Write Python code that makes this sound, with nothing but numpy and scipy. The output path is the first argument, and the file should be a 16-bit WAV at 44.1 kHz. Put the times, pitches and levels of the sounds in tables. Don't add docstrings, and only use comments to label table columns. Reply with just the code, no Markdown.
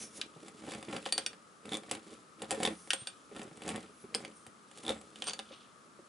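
import sys
import numpy as np
from scipy import signal
from scipy.fft import rfft, irfft
from scipy.io import wavfile

SR = 44100
rng = np.random.default_rng(int(sys.argv[2]) if len(sys.argv) > 2 else 0)


def master_out(mix):
    frames = np.transpose(np.atleast_2d(mix))
    ceiling = np.clip(frames, -1, 1)
    pcm = np.round(ceiling * 32767).astype(np.int16)
    wavfile.write(sys.argv[1], SR, pcm)


N = 268128
TIME = np.arange(N) / SR
SHORT = TIME[:SR // 2]

# (peak time [s], grind [dB], rasp [dB], rise [s], fall [s])
CUTTING_STROKES = [(0.01, -49.5, -56, 0.11, 0.11), (0.2, -52, -57, 0.15, 0.18),
                   (0.47, -52.5, -59, 0.22, 0.15), (0.72, -43, -48.5, 0.21, 0.12),
                   (0.96, -40.5, -48, 0.19, 0.096), (1.07, -55, -44, 0.071, 0.048),
                   (1.19, -50, -54.5, 0.15, 0.22), (1.745, -40.5, -49.5, 0.11, 0.073),
                   (1.94, -42, -49, 0.12, 0.085), (2.11, -54.5, -58, 0.21, 0.22),
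                   (2.435, -42.5, -55, 0.047, 0.054), (2.525, -37.5, -44, 0.04, 0.044),
                   (2.66, -39, -43.5, 0.19, 0.1), (3.39, -45.5, -54.5, 0.13, 0.14),
                   (3.715, -42.5, -50.5, 0.22, 0.2), (4.21, -47.5, -56, 0.15, 0.18),
                   (4.78, -76, -54, 0.079, 0.26), (4.9, -40, -50.5, 0.11, 0.12),
                   (5.28, -54, -54.5, 0.34, 0.28)]
# (time [s], crack [dB], splinter [dB])
FIBRE_SNAPS = [(0.4822, -45.5, -45), (0.676, -53, -54), (0.689, -42, -50), (0.706, -48, -58),
               (0.721, -42, -52), (0.7365, -37, -48), (0.749, -40, -47), (0.8272, -39.5, -48),
               (0.886, -45.5, -66), (0.9115, -46, -53), (0.9279, -38, -54), (0.964, -33, -53),
               (0.982, -49, -62), (1.655, -45.5, -49), (1.77, -40, -36.5), (1.8347, -47, -60),
               (1.9122, -25.5, -27.5), (1.928, -45, -61), (1.951, -41, -46), (2.4194, -34.5, -35.5),
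               (2.5076, -27, -28.5), (2.5146, -30, -30.5), (2.527, -43, -43), (2.547, -38, -46),
               (2.602, -36.5, -43), (2.6315, -24.5, -28), (2.651, -23, -33), (2.6743, -27.5, -46),
               (2.8742, -47, -51), (3.3636, -40, -48.5), (3.3939, -43, -59), (3.4164, -39, -55),
               (3.4308, -61, -47), (3.573, -50, -51), (3.6201, -39.5, -52), (3.636, -46, -52),
               (3.6782, -35, -36), (3.6897, -31.5, -34.5), (3.7029, -39, -40), (3.7592, -35, -41),
               (4.4655, -46.5, -46), (4.7134, -52, -53), (4.7745, -51.5, -48.5), (4.8351, -48, -45.5),
               (5.0136, -52, -51), (5.528, -53, -83)]
# (time [s], level [dB], pitch [Hz])
BIT_SQUEAKS = [(1.692, -40.5, 3660), (1.721, -31.5, 3550), (1.7327, -29, 3500), (1.7424, -28.5, 3500),
               (1.7513, -32, 3490), (2.652, -22, 3670), (2.6625, -26.5, 3470), (4.8506, -41.5, 3700),
               (4.8644, -32.5, 3500), (4.88, -29.5, 3600), (4.8927, -25, 3630), (4.9047, -31, 3580),
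               (4.919, -39, 3650)]
# (time [s], level [dB], pitch [Hz])
WOOD_KNOCKS = [(0.178, -51, 228), (0.362, -51, 136), (0.429, -50.5, 400), (0.68, -42, 296),
               (0.883, -42.5, 325), (0.951, -44, 330), (1.718, -41, 237), (2.066, -53, 400),
               (2.126, -52, 314), (2.42, -45, 472), (2.509, -37.5, 767), (2.535, -41, 527),
               (2.578, -42, 436), (2.601, -38.5, 737), (2.625, -37.5, 538), (2.648, -40.5, 533),
               (2.674, -38, 522), (2.721, -45, 294), (3.016, -52.5, 128), (3.313, -47.5, 403),
               (3.365, -45.5, 302), (3.396, -48.5, 208), (3.45, -50, 375), (3.513, -50, 169),
               (3.732, -53, 100), (3.771, -52, 105), (4.041, -45.5, 390), (4.151, -39, 472),
               (4.472, -58, 115), (4.887, -41, 215), (4.903, -36, 519), (4.912, -41.5, 320),
               (5.506, -50, 532), (5.989, -52.5, 353)]
# (time [s], clack [dB], pitch [Hz], push on the board [dB], treble splash [dB], low steel ring [dB])
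CHUCK_CLACKS = [(0.214, -31.5, 3880, -73, -65, -71), (1.0616, -37, 2950, -34, -49, -83),
                (1.124, -29, 4500, -41.5, -19.5, -40.5), (1.1794, -27, 4630, -35, -22.5, -50.5),
                (1.263, -30, 5640, -50.5, -27.5, -52), (1.3315, -52.5, 1720, -54.5, -60, -74),
                (2.905, -23.5, 3060, -47.5, -27.5, -58), (2.9331, -28, 3210, -36.5, -20, -66),
                (3.0719, -36.5, 3450, -50.5, -30.5, -57), (4.143, -40, 2230, -70, -59, -80),
                (4.148, -29.5, 5170, -39, -23, -72), (4.2492, -41, 2200, -48, -47, -67),
                (5.158, -47.5, 3600, -61, -49, -87), (5.2216, -35.5, 3200, -42.5, -41, -83),
                (5.241, -46, 2830, -68, -34, -83), (5.27, -40.5, 5940, -44, -41, -75),
                (5.277, -50, 3520, -47, -27.5, -58), (5.284, -37.5, 1270, -59, -34, -60),
                (5.296, -36.5, 6330, -47.5, -58, -53.5), (5.308, -41.5, 3570, -47, -58, -72),
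                (5.334, -38.5, 6760, -48, -37, -54.5), (5.391, -37.5, 3700, -43, -43, -78),
                (5.396, -45, 3360, -45, -42, -75)]
# (peak time [s], scrape [dB], singing [dB], rise [s], fall [s])
STEEL_SLIDES = [(1.2, -55, -64, 0.17, 0.13), (2.955, -53, -70, .02, 0.28), (3.015, -65, -46, 0.06, 0.037),
                (3.08, -75, -48, 0.019, 0.034), (5.283, -36.5, -42, 0.04, 0.024),
                (5.54, -56, -73, 0.14, 0.18)]
# (peak time [s], hiss [dB], scrape [dB], rise [s], fall [s], pitch [Hz])
FLUTE_BRUSHES = [(0.035, -44, -51.5, 0.16, 0.062, 5900), (0.176, -44, -59, 0.053, 0.02, 6800),
                 (2.79, -57.5, -64.5, 0.25, 0.62, 9150), (4.02, -62.5, -63.5, 0.16, 0.06, 10700),
                 (4.37, -62, -62.5, 0.061, 0.16, 9100), (4.98, -75, -66, 0.2, 0.15, 7600)]

# (frequency [Hz], width [Hz], level [dB])
BOARD_BASS_MODES = [(78.6, 4.5, -10.5), (130.4, 30, -13), (179.2, 5.9, -5), (218, 14, 3), (240, 14.5, -1.5),
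                    (296, 16, -2.5), (319.7, 28, -0.5), (414, 48, -1), (481.4, 64, -5)]
BOARD_MID_MODES = [(507, 28, 9), (534.3, 20, 9), (736, 72, 4), (785, 136, -6), (1015, 190, -10.5),
                   (1318, 170, -8), (1735, 150, -7.5), (2034, 28, -4), (2233, 61, -2.5)]
SLEEVE_MODES = [(1660, 43, -8), (1852, 35, -6), (2427, 65, 0.5), (2980, 68, -4), (4200, 36, -8),
                (4880, 220, 2)]
STEEL_LOW_MODES = [(4607, 21, 0), (4660, 100, -9)]
STEEL_HIGH_MODES = [(8572, 48, -2), (8721, 38, 0), (9380, 75, -14), (10713, 65, -8)]
WHIRR_BAND = [(1238, 166, 0)]

# (frequency [Hz], level [dB])
BIT_SPECTRUM = [(500, -32), (1500, -0.5), (2600, 10.5), (3200, 11), (3550, 9), (3950, 5.5), (4300, -1),
                (4700, 7), (5600, -7), (11000, -1)]
RASP_SPECTRUM = [(400, -5), (1000, -14), (3500, -0.5), (5000, -4.5), (6300, -5.5), (7700, -2.5), (8300, -4),
                 (9200, -3.5), (11000, -7.5)]
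SPLINTER_SPECTRUM = [(3000, -26), (5500, -2), (6500, -4), (7700, 5), (8600, 5), (9400, 1.5), (10400, 0),
                     (12000, -0.5)]
CHUCK_SPECTRUM = [(400, -10), (1100, -12), (1450, 8), (1950, 1), (2400, 7), (3050, 12), (3600, 8),
                  (4300, 3.5), (5200, 2.5), (6500, 0.5), (11000, -12)]
SCRAPE_SPECTRUM = [(300, 1.5), (900, -1), (1280, 6), (1950, -4), (2400, 3.5), (3300, 12), (4700, 1),
                   (6500, -4), (11000, -56)]
FLUTE_HISS_SPECTRUM = [(800, -21), (2000, -5.5), (4600, -4), (5800, 2), (7800, -3), (10000, 5.5),
                       (11500, -2)]
REFLECTION_SPECTRUM = [(60, -22.5), (300, -11), (1000, 11), (3300, 1), (6000, 0.5), (11000, 0)]
ROOM_TONE_SPECTRUM = [(25, -22), (60, -16), (110, -10.5), (200, 0.5), (300, -3), (500, -5.5), (800, -12),
                      (2000, -19.5), (11000, -20.5)]


def cutting(grind, rasp):
    idle_grind = from_db(-89)
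    idle_rasp = from_db(-74) * waver(depth_db=-0.5, rate_hz=15)
    grind, rasp = np.hypot(grind, idle_grind), np.hypot(rasp, idle_rasp)
    hardness = (grind / from_db(-42.5)) ** 0.46
    coarse = from_db(1) * grind * grains(per_s=380, spread_db=4, clump_db=1.5, clump_hz=71.4)
    crunch = from_db(-15.5) * grind * grains(per_s=2800, spread_db=6, clump_db=9, clump_hz=135.4)
    fine = from_db(-1.5) * rasp * grains(per_s=8000, spread_db=5, clump_db=4, clump_hz=173.4)
    return (board(coarse, hardness) + through(crunch, colour(BIT_SPECTRUM))
            + through(fine, colour(RASP_SPECTRUM)))


def snapping(rasp):
    snap_s, snap_db, splinter_db = np.transpose(FIBRE_SNAPS)
    slip_s, slip_db = slips(rasp, per_s=57, jitter=0.47, scatter_db=9)
    times, crack_db = np.r_[snap_s, slip_s], np.r_[snap_db, slip_db - 5.5]
    crack = from_db(17.5) * contacts(times, crack_db, burst_s=0.00061, after_db=-13, after_s=0.0073)
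    splinter = from_db(22) * contacts(snap_s, splinter_db, burst_s=0.0005, after_db=-13.5, after_s=0.0064)
    push_db = -17.5 + 0.8 * (snap_db + 35)
    recoil = filtered(pushes(snap_s, push_db), "high", corner_hz=196)
    return (through(crack, colour(BIT_SPECTRUM)) + through(splinter, colour(SPLINTER_SPECTRUM))
            + board(recoil, hardness=1.27))


def slips(load, per_s, jitter, scatter_db):
    gap, strength = rng.standard_normal((500, 2)).T
    times = np.cumsum(np.exp(jitter * gap)) / per_s
    levels_db = 20 * np.log10(np.interp(times, TIME, load)) + scatter_db * np.clip(strength, -2, 2)
    inside = times < TIME[-1]
    return times[inside], levels_db[inside]


def squeaking():
    times, level_db, pitch_hz = np.transpose(BIT_SQUEAKS)
    free_hz, overtone_ratio = 3400, 2.92
    width_hz = 244 + np.maximum(pitch_hz - free_hz, 0)
    ring = pings(times, level_db, pitch_hz, width_hz)
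    ring += pings(times, level_db - 13.5, overtone_ratio * pitch_hz, overtone_ratio * width_hz)
    scuff = from_db(11.5) * contacts(times, level_db, burst_s=0.0007, after_db=-8, after_s=0.0091)
    jerk = filtered(pushes(times, level_db + 15), "high", corner_hz=249)
    return from_db(16.5) * ring + through(scuff, colour(RASP_SPECTRUM)) + board(jerk, hardness=0.92)


def knocking():
    times, level_db, pitch_hz = np.transpose(WOOD_KNOCKS)
    blow = from_db(28) * contacts(times, level_db, burst_s=0.00075, after_db=-16, after_s=0.01)
    return from_db(25.5) * pings(times, level_db, pitch_hz, width_hz=63) + board(blow, hardness=0.48)


def board(force, hardness):
    bass = filtered(through(force, body(BOARD_BASS_MODES)), "low", corner_hz=740)
    mid = filtered(through(force * hardness, body(BOARD_MID_MODES)), "high", corner_hz=364)
    return bass + filtered(mid, "low", corner_hz=2120)


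def clacking():
    times, clack_db, pitch_hz, push_db, splash_db, low_db = np.transpose(CHUCK_CLACKS)
    ping = from_db(20) * pings(times, clack_db, pitch_hz, width_hz=560)
    tick = filtered(pushes(times, clack_db + 14), "high", corner_hz=2480)
    chatter = from_db(20) * contacts(times, clack_db, burst_s=0.00095, after_db=0, after_s=0.0064)
    splash = from_db(10.5) * contacts(times, splash_db, burst_s=0.0025, after_db=-9, after_s=0.0067)
    rattle = through(chatter, colour(CHUCK_SPECTRUM)) + through(splash, colour(SPLINTER_SPECTRUM))
    knock = filtered(pushes(times, push_db + 26), "high", corner_hz=423)
    ring = sleeve(times, clack_db + 4, scatter_db=9.5)
    ring += steel(times, low_db + 38.5, STEEL_LOW_MODES)
    ring += steel(times, splash_db + 12.5, STEEL_HIGH_MODES)
    return tick + ping + rattle + board(knock, hardness=1.28) + ring


def sleeve(times, levels_db, scatter_db):
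    offsets_db = scatter_db * rng.uniform(-1.6, 1, (len(times), len(SLEEVE_MODES)))
    return sum(through(pushes(times, levels_db + db + own_db), body([(hz, width, 0)]))
               for (hz, width, db), own_db in zip(SLEEVE_MODES, offsets_db.T))


def steel(times, levels_db, modes, longest_free_s=0.046, choke_s=0.009):
    open_s = longest_free_s * from_db(levels_db - levels_db.max())
    free_s = np.minimum(np.diff(times, append=np.inf), open_s)
    choke = np.exp(-np.maximum(SHORT - free_s[:, None], 0) / choke_s)
    return placed(times, levels_db, body(modes) * choke)


def rubbing():
    scrape, sing = swells(STEEL_SLIDES)
    friction = grains(per_s=17000, spread_db=0, clump_db=3.5, clump_hz=208)
    note = tone(hz=np.full(N, 8712)) * waver(depth_db=3, rate_hz=130)
    return through(scrape * friction, colour(SCRAPE_SPECTRUM)) + sing * note


def brushing(width_hz=660, sag_hz_per_s=5000):
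    wander = waver(depth_db=0.2, rate_hz=25)
    band = unit_energy(filtered(noise(), "low", corner_hz=width_hz / 2)) * np.sqrt(N)
    friction = through(noise(), colour(FLUTE_HISS_SPECTRUM))
    out = np.zeros(N)
    for peak_s, *swell, pitch_hz in FLUTE_BRUSHES:
        hiss, scrape = swells([(peak_s, *swell)])
        sinking_hz = pitch_hz * wander - sag_hz_per_s * (TIME - peak_s)
        out += hiss * friction + scrape * band * tone(sinking_hz)
    return out


def room(x, t60_s, wet_db, apart_db):
    envelope = from_db(-60 * SHORT / t60_s) * (1 - np.exp(-(SHORT / 0.0018) ** 2))
    shared, left, right = rng.standard_normal((3, len(SHORT)))
    tails = [unit_energy(envelope * (shared + from_db(apart_db) * own)) for own in (left, right)]
    tinted = through(x, colour(REFLECTION_SPECTRUM))
    return from_db(wet_db) * np.array([through(tinted, tail) for tail in tails])


def background():
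    shared = noise()
    low = [through(shared + from_db(-1.5) * noise(), colour(ROOM_TONE_SPECTRUM)) for side in range(2)]
    whirr = [through(noise(), body(WHIRR_BAND)) for side in range(2)]
    return from_db(-63.5) * np.array(low) + from_db([[-60], [-65]]) * np.array(whirr)


def swells(rows, depth_db=20):
    power = 0
    for peak_s, *levels_db, rise_s, fall_s in rows:
        away = np.maximum((peak_s - TIME) / rise_s, (TIME - peak_s) / fall_s)
        envelope = from_db(-depth_db * np.minimum(away, 10))
        power = power + np.outer(from_db(levels_db), envelope) ** 2
    return np.sqrt(power)


def grains(per_s, spread_db, clump_db, clump_hz):
    sizes = from_db(spread_db * np.minimum(rng.exponential(1, N), 4)) * rng.choice([-1, 1], N)
    breaks = sizes * waver(clump_db, clump_hz) * (rng.random(N) < per_s / SR)
    return unit_energy(breaks) * np.sqrt(N)


def contacts(times, levels_db, burst_s, after_db, after_s, rise_s=0.00025):
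    t = SHORT[:SR // 8]
    decay = np.exp(-t / burst_s) + from_db(after_db) * np.exp(-t / after_s)
    envelope = unit_energy((1 - np.exp(-t / rise_s)) * decay)
    return placed(times, levels_db, envelope * rng.choice([-1, 1], (len(times), len(t))))


def pushes(times, levels_db):
    return placed(times, levels_db, np.ones((len(times), 1)))


def pings(times, levels_db, pitch_hz, width_hz):
    t = SHORT[:SR // 8]
    envelope = t * np.exp(-np.pi * np.outer(width_hz, t))
    return placed(times, levels_db, unit_energy(envelope * np.sin(2 * np.pi * np.outer(pitch_hz, t))))


def placed(times, levels_db, shapes):
    out = np.zeros(N + len(SHORT))
    for time_s, db, shape in zip(times, levels_db, shapes):
        start = round(time_s * SR)
        out[start:start + len(shape)] += from_db(db) * shape
    return out[:N]


def body(modes):
    rings = (from_db(db) * width * np.exp(-np.pi * width * SHORT) * np.cos(2 * np.pi * hz * SHORT)
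             for hz, width, db in modes)
    return unit_energy(sum(rings))


def colour(points, size=4096):
    hz, db = np.transpose(points)
    grid_hz = np.maximum(np.fft.rfftfreq(size, 1 / SR), 1)
    gain = from_db(np.interp(np.log(grid_hz), np.log(hz), db))
    cepstrum = irfft(np.log(gain))
    cepstrum[1:size // 2] *= 2
    cepstrum[size // 2 + 1:] = 0
    return unit_energy(irfft(np.exp(rfft(cepstrum))))


def through(force, response):
    return signal.oaconvolve(force, response)[:N]


def filtered(x, kind, corner_hz):
    return signal.sosfilt(signal.butter(2, corner_hz, kind, fs=SR, output="sos"), x)


def tone(hz):
    return np.sqrt(2) * np.sin(2 * np.pi * np.cumsum(hz) / SR)


def waver(depth_db, rate_hz):
    return from_db(depth_db * np.interp(TIME * rate_hz, np.arange(N), np.clip(noise(), -2, 2)))


def noise():
    return rng.standard_normal(N)


def unit_energy(x):
    return x / np.sqrt(np.sum(x ** 2, axis=-1, keepdims=True) + 1e-20)


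def from_db(db):
    return 10 ** (np.asarray(db) / 20)


def scene():
    grind, rasp = swells(CUTTING_STROKES)
    drill = (cutting(grind, rasp) + snapping(rasp) + squeaking() + knocking()
             + clacking() + rubbing() + brushing())
    direct = drill * from_db([[-0.4], [0.4]])
    return direct + room(drill, t60_s=0.16, wet_db=-9, apart_db=4.5) + background()


def record(dry):
    thinned = filtered(dry, "high", corner_hz=64.3)
    cutoff_hz = 10900
    return signal.sosfilt(signal.cheby1(12, 0.3, cutoff_hz, fs=SR, output="sos"), thinned)


dry = scene()
out = record(dry)
master_out(out)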